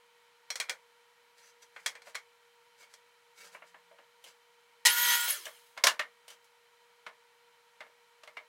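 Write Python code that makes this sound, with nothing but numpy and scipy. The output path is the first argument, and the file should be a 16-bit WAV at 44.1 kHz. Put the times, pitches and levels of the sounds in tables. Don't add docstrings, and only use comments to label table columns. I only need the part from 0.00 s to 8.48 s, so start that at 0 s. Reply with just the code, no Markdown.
import sys
import numpy as np
from scipy import signal
from scipy.fft import rfft, irfft, next_fast_len
from scipy.io import wavfile

SR = 44100
rng = np.random.default_rng(int(sys.argv[2]) if len(sys.argv) > 2 else 0)


def digitize_waveform(pressure):
    field = np.atleast_2d(pressure).T
    bounded = np.clip(field, -1, 1)
    quanta = np.round(bounded * 32767).astype(np.int16)
    wavfile.write(sys.argv[1], SR, quanta)


N = 373949
TIME = np.arange(N) / SR
CUTOFF_HZ = 15900
SWITCH_ON_S, BRAKE_ON_S = 4.8515, 5.278
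FREE_TURNS_PER_S, SPIN_UP_S, FULL_LOAD_SAG, BRAKE_HALVING_S = 268, 0.048, 0.245, 0.065
INRUSH, INRUSH_S, IDLE_CURRENT, CURRENT_DB = 3.46, 0.029, 0.17, -38.5
WIND_FULL_TURNS_PER_S, WIND_POWER = 171, 2.54
# time_s, load (0 to 1)
LOAD_CURVE = [(4.958, 0), (4.975, .44), (5.02, .6), (5.08, 1), (5.11, .97), (5.15, .77), (5.19, .36),
              (5.25, .07)]


def saw(throb, uneven_db):
    load = np.interp(TIME, *np.transpose(LOAD_CURVE))
    since_on = np.maximum(TIME - SWITCH_ON_S, 0)
    since_brake = np.maximum(TIME - BRAKE_ON_S, 0)
    spin = FREE_TURNS_PER_S * (1 - np.exp(-since_on / SPIN_UP_S))
    spin = spin * (1 - FULL_LOAD_SAG * load) / (1 + since_brake / BRAKE_HALVING_S)
    flutter = 0.006 * drift(500)
    angle = 2 * np.pi * np.cumsum(spin * (1 + flutter)) / SR
    wind = np.minimum(spin / WIND_FULL_TURNS_PER_S, 1) ** WIND_POWER

    switch_times = [SWITCH_ON_S, SWITCH_ON_S + 0.005, BRAKE_ON_S - 0.02, BRAKE_ON_S + 0.02]
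    powered = np.interp(TIME, switch_times, [0, 1, 1, 0])
    surge = INRUSH * np.exp(-since_on / INRUSH_S)
    current = powered * from_db(CURRENT_DB) * (surge + IDLE_CURRENT + load)

    bite = (1 + throb * np.sin(angle)) * from_db(uneven_db * drift(50))
    rush_level = wind * noise_level(load, surge, idle_db=-38, load_rise_db=8, surge_rise_db=14)
    spray_level = wind * noise_level(load, surge, idle_db=-37.5, load_rise_db=5.5, surge_rise_db=7)
    moving = bite * (cut_rush(rush_level) + chip_spray(spray_level))
    moving = moving + gear_whine(wind * current, spin, angle)
    moving = moving + brake_whine(rush_level, since_brake, spin, angle)
    moving = moving + tooth_whistle(wind, spin, angle)
    moving = moving + jolt(level_db=-17, rattle_s=0.018, fade_s=0.0092)
    return in_shop(moving, room_db=-3.0) + motor_buzz(current, powered)


def noise_level(load, surge, idle_db, load_rise_db, surge_rise_db):
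    return from_db(idle_db + load_rise_db * load + surge_rise_db * np.minimum(surge, 1))


# pitch_hz, level_db (per Hz)
RUSH_COLOUR = [(80, -64), (220, -34), (350, -35), (600, -16.5), (1000, -8), (1800, 0), (2600, -3),
               (3300, 0), (4600, -2.5), (6000, -6.5), (9000, -34.5)]
# pitch_hz, width_hz, level_db
SAW_RESONANCES = [(1100, 80, -3), (1720, 90, 4.5), (2140, 69, 5), (2395, 50, 3), (3140, 190, 5.5),
                  (3803, 110, 2.5), (4392, 70, 6.5)]


def cut_rush(level):
    return level * rms_one(colour(grains(per_s=9800, spread_db=2.0), RUSH_COLOUR, SAW_RESONANCES))


# pitch_hz, level_db (per Hz)
CHIP_COLOUR = [(1000, -59), (3000, -38.5), (5000, 0), (9000, 5.5), (11000, 3.5), (13500, 2), (16000, -1.5)]


def chip_spray(level):
    return level * rms_one(colour(grains(per_s=13000, spread_db=2.0), CHIP_COLOUR))


# multiple of the blade's turning, level_db
GEAR_LINES = [(1, -35), (23.5, -9), (30.3, 0), (35.5, -14), (42, -15)]


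def gear_whine(level, spin, angle):
    return level * shaft_lines(GEAR_LINES, spin, angle)


# multiple of the blade's turning, level_db (relative to the rush)
BRAKE_LINES = [(4, -10), (12, -3), (30, -5), (42, -6), (76, -5), (96, -4), (120, -3)]


def brake_whine(rush_level, since_brake, spin, angle):
    attack = np.minimum(since_brake / 0.025, 1)
    release = np.exp(-since_brake / 0.1)
    return rush_level * attack * release * shaft_lines(BRAKE_LINES, spin, angle)


def shaft_lines(orders, spin, angle):
    total = 0
    for order, level_db in orders:
        audible = np.interp(order * spin, [CUTOFF_HZ, SR / 2], [1, 0])
        total = total + from_db(level_db + 2.7 * drift(40)) * np.sin(order * angle) * audible
    return np.sqrt(2) * total


TEETH, WHISTLE_DB = 60, -45
# pitch_hz, width_hz, level_db
WHISTLE_RESONANCES = [(10940, 1000, 17), (12200, 500, 7), (13260, 250, 15)]


def tooth_whistle(wind, spin, angle):
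    in_phase = (1 + 0.5 * drift(100)) * np.sin(TEETH * angle)
    quadrature = 0.5 * drift(400) * np.cos(TEETH * angle)
    flare = resonance_gain(TEETH * spin, WHISTLE_RESONANCES)
    return from_db(WHISTLE_DB) * wind * flare * (in_phase + quadrature)


# pitch_hz, level_db (per Hz)
SLACK_COLOUR = [(70, -66), (250, -39.5), (460, -19.5), (1000, -8.5), (1400, -19), (2000, -5), (4500, -2.5),
                (9000, -6), (16000, -20)]
# pitch_hz, width_hz, level_db
GEAR_CASE_RESONANCES = [(475, 58.8, 8.5), (940, 140, 7.5), (1930, 110, 11), (2324, 128.8, 2),
                        (2800, 90, 2.5), (4170, 120, 5), (4680, 200, 2)]


def jolt(level_db, rattle_s, fade_s):
    age = TIME - SWITCH_ON_S
    strength = (age > 0) * np.exp(-np.maximum(age - rattle_s, 0) / fade_s)
    rattle = colour(grains(per_s=9000, spread_db=5.0) * strength, SLACK_COLOUR, GEAR_CASE_RESONANCES)
    return from_db(level_db) * rattle * np.linalg.norm(strength) / np.linalg.norm(rattle)


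BUZZ_HZ = 479.7
# multiple of the base pitch, level_db
BUZZ_LINES = [(1, -21), (2, -5), (4, 3.5), (5, -12), (7, -8)]
# multiple of the base pitch, level_db
FIELD_LINES = [(2, -49.5), (3, -38.5)]


def motor_buzz(current, powered):
    phase = 2 * np.pi * np.cumsum(BUZZ_HZ + 2.2 * drift(20)) / SR
    buzz = sum(from_db(db + 2 * drift(20)) * np.cos(k * phase) for k, db in BUZZ_LINES)
    field = sum(from_db(db + drift(15)) * np.sin(k * phase) for k, db in FIELD_LINES)
    return np.sqrt(2) * (current * buzz + powered * field)


# start_s, level_db, treble_db (high for a bare edge, low for a cushioned face)
SQUARE_CONTACTS = [(0.502, -40.5, 2.5), (0.555, -44.5, 4), (0.599, -36.5, 1.5), (0.607, -42.5, -5),
                   (0.686, -51, -17), (0.694, -35, -2), (1.761, -47.5, -19.5), (1.86, -33.5, 0.5),
                   (1.874, -45, -2), (1.951, -51, -9.5), (2.018, -58.5, -4), (2.145, -50, -4),
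                   (2.151, -39.5, -4), (2.828, -62.5, -2), (2.937, -61, 5)]
# pitch_hz, level_db (per Hz)
SQUARE_SPECTRUM = [(60, -42), (170, -26.5), (280, -28), (480, -9.5), (770, -6.5), (2100, 6), (2800, -4),
                   (6000, -5), (9000, -12), (16000, -27.5)]
# pitch_hz, width_hz, level_db (over the broad colour)
SQUARE_RESONANCES = [(494, 70, 2), (1476, 27, 5), (2200, 64, 3.5), (2370, 45, 6.5), (3294, 57, 11.5),
                     (4190, 110, 8.5), (5860, 51, -5), (8400, 190, 5.5)]


def square_blows():
    return blows(SQUARE_CONTACTS, SQUARE_SPECTRUM, SQUARE_RESONANCES, click_db=-2.0, crack_s=0.0035,
                 room_db=1.0, thump_db=-21, hard_rise_s=0.0032, soft_rise_s=0.0024)


# start_s,
# level_db, treble_db
SHEET_CONTACTS = [(2.068, -55.5, -15), (3.546, -48.5, -51), (3.619, -53, -33), (3.742, -55, -30),
                  (3.911, -65.5, -29), (3.984, -59, -21), (5.465, -45, -31), (5.766, -58, -20.5),
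                  (5.774, -43, -9.5), (5.837, -25, 3.5), (5.868, -22, -1), (5.992, -31.5, -11.5),
                  (7.063, -44, -15.5), (7.804, -46.5, -16), (7.863, -63.5, -19), (8.233, -56.5, -4),
                  (8.273, -52, -11), (8.368, -46, -15.5)]
# pitch_hz, level_db (per Hz)
SHEET_SPECTRUM = [(40, -54.5), (150, -26.5), (380, -15.5), (570, -6.5), (780, -6.5), (1200, -1.5),
                  (2200, -5), (3700, -6.5), (6500, -15), (10000, -21.5), (16000, -33)]
# pitch_hz, width_hz, level_db (over the broad colour)
SHEET_RESONANCES = [(619, 82, 7.8), (1020, 90, 3), (1420, 60, 1.9), (1690, 23, 4), (1760, 80, 5),
                    (2140, 70, 8.6), (2839, 110, 4.3), (5630, 160, 2.5)]


def sheet_blows():
    return blows(SHEET_CONTACTS, SHEET_SPECTRUM, SHEET_RESONANCES, click_db=-6.5, crack_s=0.0028,
                 room_db=2.0, thump_db=-19.0, hard_rise_s=0.0022, soft_rise_s=0.004)


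# start_s, level_db, treble_db
GUARD_CONTACTS = [(4.239, -56.5, 0.5), (4.261, -59.5, -6), (5.278, -39, -4), (5.453, -47, 1),
                  (6.279, -56, 1), (6.302, -57.5, 1), (6.442, -79, 11)]
# pitch_hz, level_db (per Hz)
GUARD_SPECTRUM = [(60, -53), (200, -31), (535, -7), (1500, -4), (3000, 2), (4200, -3), (9400, -7.5),
                  (16000, -17)]
# pitch_hz, width_hz, level_db (over the broad colour)
GUARD_RESONANCES = [(2170, 87, 5.1), (3050, 190, 8.2), (5800, 200, 2.8), (8420, 420, 2.8)]


def guard_blows():
    return blows(GUARD_CONTACTS, GUARD_SPECTRUM, GUARD_RESONANCES, click_db=-8, crack_s=0.0052,
                 room_db=5.5, thump_db=-22.5, hard_rise_s=0.0015, soft_rise_s=0.0029)


THUMP_GROWTH = 0.73


def blows(hits, spectrum, modes, click_db, crack_s, room_db, thump_db, hard_rise_s, soft_rise_s):
    out = np.zeros(N)
    early = SR // 50
    for start_s, strength_db, treble_db in hits:
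        tail = shop_tail()
        t = TIME[:len(tail)]
        hardness = np.interp(treble_db, [-14, 2], [0, 1])
        rise_s = soft_rise_s + hardness * (hard_rise_s - soft_rise_s)
        rise = 1 - np.exp(-(t / rise_s) ** 2)
        crack = rng.standard_normal(len(t)) * rise * np.exp(-t / crack_s)
        force = crack / np.linalg.norm(crack) + from_db(room_db) * tail * rise
        force[SR // 500] += hardness * from_db(click_db)
        struck = [(hz, width, db + 3 * rng.standard_normal()) for hz, width, db in modes]
        knock = colour(force, spectrum, struck)
        low_db = thump_db + THUMP_GROWTH * strength_db
        wanted_db = np.array([low_db, strength_db, strength_db + treble_db])
        low, middle, high = wanted_db - band_levels(knock[:early])
        add(out, start_s, colour(knock, [(700, low), (1400, middle), (2600, middle), (5500, high)]))
    return out


def band_levels(x):
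    levels = []
    for hz, kind in [(1000, "low"), ([1000, 4000], "band"), (4000, "high")]:
        band = signal.sosfilt(signal.butter(4, hz, kind, fs=SR, output="sos"), x)
        levels.append(20 * np.log10(np.std(band)))
    return np.array(levels)


# start_s, pitch_hz, level_db, t60_s
FREE_RING_EVENTS = [(.503, 5650, -30.5, 0.093), (2.068, 619, -51, 0.17), (2.82, 2210, -50, 0.16),
                    (3.911, 615, -51, 0.18), (5.84, 629.6, -25.5, .2), (5.995, 1845, -27.5, 0.15),
                    (8.369, 2175, -35.5, 0.12)]


def free_rings(width_hz):
    out = np.zeros(N)
    for start_s, hz, level_db, t60_s in FREE_RING_EVENTS:
        age = np.maximum(TIME - start_s, 0)
        swell = 1 - np.exp(-age / 0.0026)
        decay = from_db(level_db - 60 * age / t60_s)
        beating = np.tanh(2 * drift(width_hz))
        out += decay * swell * beating * np.sin(2 * np.pi * hz * age)
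    return out


RUMBLE_DB, RUMBLE_DB_PER_OCTAVE = -9, -2.5
# strongest_s, length_s, level_db, scuff_hz
RUB_STROKES = [(1.395, 0.032, -60, 4300), (1.465, 0.057, -60.5, 6100), (1.628, 0.015, -57, 6100),
               (1.81, 0.08, -63.5, 1600), (2.08, 0.045, -56.5, 1950), (2.815, 0.046, -59, 2260),
               (2.922, 0.036, -62, 1620), (3.402, 0.043, -54, 2270), (3.46, 0.05, -55.5, 1260),
               (3.54, 0.036, -58.5, 1100), (3.68, 0.03, -65, 2000), (4.275, 0.06, -61, 2880),
               (6.315, 0.039, -56.5, 2970)]
# pitch_hz, level_db (per Hz)
HISS_COLOUR = [(100, -46), (600, -16), (1500, 5), (5000, 1.5), (8000, -0.5), (16000, -14.5)]
# pitch_hz, level_db (per Hz)
RUMBLE_COLOUR = [(50, -37), (130, -16), (175, 6), (230, -10), (620, 14), (1000, 10), (2000, -24)]


def rubbing(scuff_db, scuff_width):
    out = np.zeros(N)
    span = SR // 2
    middle_s = span / SR / 2
    catches = grains(per_s=3000, spread_db=1.0) * from_db(2.2 * drift(65))
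    for k, (strongest_s, length_s, level_db, scuff_hz) in enumerate(RUB_STROKES):
        slips = catches[k * span:(k + 1) * span]
        scuff = [(scuff_hz, scuff_width * scuff_hz, scuff_db)]
        hiss = rms_one(colour(slips, HISS_COLOUR, scuff))
        rumble_db = RUMBLE_DB + RUMBLE_DB_PER_OCTAVE * np.log2(scuff_hz / 1000)
        rumble = from_db(rumble_db) * rms_one(colour(slips, RUMBLE_COLOUR))
        pressure = np.exp(-2 * ((TIME[:span] - middle_s) / length_s) ** 2)
        add(out, strongest_s - middle_s, from_db(level_db) * pressure * (hiss + rumble))
    return in_shop(out, room_db=-1.5)


DRAG_FROM_S, DRAG_TO_S, DRAG_HZ, DRAG_DB = 3.35, 3.99, 175, -82


def drag(wander_hz):
    arch = np.sqrt(np.clip((TIME - DRAG_FROM_S) * (DRAG_TO_S - TIME), 0, None))
    moving = arch * 2 / (DRAG_TO_S - DRAG_FROM_S)
    phase = 2 * np.pi * np.cumsum(DRAG_HZ + wander_hz * drift(20)) / SR
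    return moving * from_db(DRAG_DB + 2 * drift(15)) * np.sin(phase)


# pitch_hz, level_db (per Hz)
FAN_AIR_COLOUR = [(25, -34.5), (60, -28), (100, -12), (180, -9.5), (320, -15.5), (480, -7), (750, -4),
                  (1400, 1.5), (2400, -1.5), (3600, -3.5), (5000, -8), (9000, -12.5), (13000, -16),
                  (16000, -21)]
# pitch_hz, width_hz, level_db
DUCT_RESONANCES = [(466, 20, 14), (927, 31, 16.3), (1380, 89, 4.3), (1890, 49.4, 6.9), (2272, 140, 6.1),
                   (2470, 12, 4), (3077, 45, 9.3), (4030, 57, 7), (4120, 25, 7)]


def fan(air_db):
    return from_db(air_db) * rms_one(colour(rng.standard_normal(N), FAN_AIR_COLOUR, DUCT_RESONANCES))


# pitch_hz, level_db (rms), wander_hz
HUM_TONES = [(475.5, -72, 0.81), (966, -78.5, 1.8)]


def hum():
    out = np.zeros(N)
    for hz, level_db, wander_hz in HUM_TONES:
        phase = 2 * np.pi * np.cumsum(hz + wander_hz * drift(12)) / SR
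        out += from_db(level_db + drift(9.4)) * np.sqrt(2) * np.sin(phase)
    return out


def in_shop(x, room_db):
    wet = from_db(room_db)
    reflections = signal.fftconvolve(x, shop_tail())[:N]
    return (x + wet * reflections) / np.sqrt(1 + wet ** 2)


# pitch_hz, t60_s
SHOP_REVERB = [(200, 0.22), (530, 0.19), (1400, .17), (3700, 0.12), (9700, 0.12), (15000, 0.13)]


def shop_tail():
    t = TIME[:SR // 4]
    edges = np.geomspace(40, 19000, 10)
    white = rfft(rng.standard_normal(len(t)))
    hz = np.fft.rfftfreq(len(t), 1 / SR)
    tail = np.zeros(len(t))
    for low, high in zip(edges, edges[1:]):
        t60_s = at_hz(SHOP_REVERB, np.sqrt(low * high))
        band = irfft(white * ((hz >= low) & (hz < high)), len(t))
        tail += band * np.exp(-np.log(1000) * t / t60_s)
    return tail / np.linalg.norm(tail)


def grains(per_s, spread_db):
    sizes = from_db(spread_db * np.minimum(rng.exponential(1, N), 4))
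    signs = rng.choice([-1, 1], N)
    return sizes * signs * (rng.random(N) < per_s / SR)


def colour(x, spectrum, modes=()):
    size = next_fast_len(len(x) + 2048, real=True)
    size += size % 2
    hz = np.maximum(np.fft.rfftfreq(size, 1 / SR), 1)
    gain = from_db(at_hz(spectrum, hz)) * resonance_gain(hz, modes)
    cepstrum = irfft(np.log(gain))
    fold = np.r_[1, np.full(size // 2 - 1, 2), 1, np.zeros(size // 2 - 1)]
    response = np.exp(rfft(cepstrum * fold))
    return irfft(rfft(x, size) * response)[:len(x)]


def resonance_gain(hz, modes):
    power = 1
    for centre, width, db in modes:
        peak = np.maximum(from_db(db) ** 2 - 1, 0)
        power = power + peak / (1 + (2 * (hz - centre) / width) ** 2)
    return np.sqrt(power)


def drift(rate_hz):
    knots = rng.standard_normal(int(N / SR * 2 * rate_hz) + 2)
    return rms_one(np.interp(TIME * 2 * rate_hz, np.arange(len(knots)), knots))


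def at_hz(points, hz):
    point_hz, values = np.transpose(points)
    return np.interp(np.log(hz), np.log(point_hz), values)


def from_db(db):
    return 10 ** (np.asarray(db) / 20)


def rms_one(x):
    return x / np.sqrt(np.mean(x ** 2) + 1e-20)


def add(out, start_s, sound):
    start = round(start_s * SR)
    out[start:start + len(sound)] += sound[:N - start]


def scene():
    machine = saw(throb=0.2, uneven_db=1.0)
    struck = square_blows() + sheet_blows() + guard_blows() + free_rings(width_hz=97)
    slid = rubbing(scuff_db=8.0, scuff_width=0.054) + drag(wander_hz=4)
    background = fan(air_db=-66) + hum()
    return (machine + struck + slid + background)[None]


def record(dry):
    top = 0.85
    lowpass = signal.ellip(12, 0.1, 80, CUTOFF_HZ, fs=SR, output="sos")
    return signal.sosfilt(lowpass, np.clip(dry, -top, top))


dry = scene()
out = record(dry)
digitize_waveform(out)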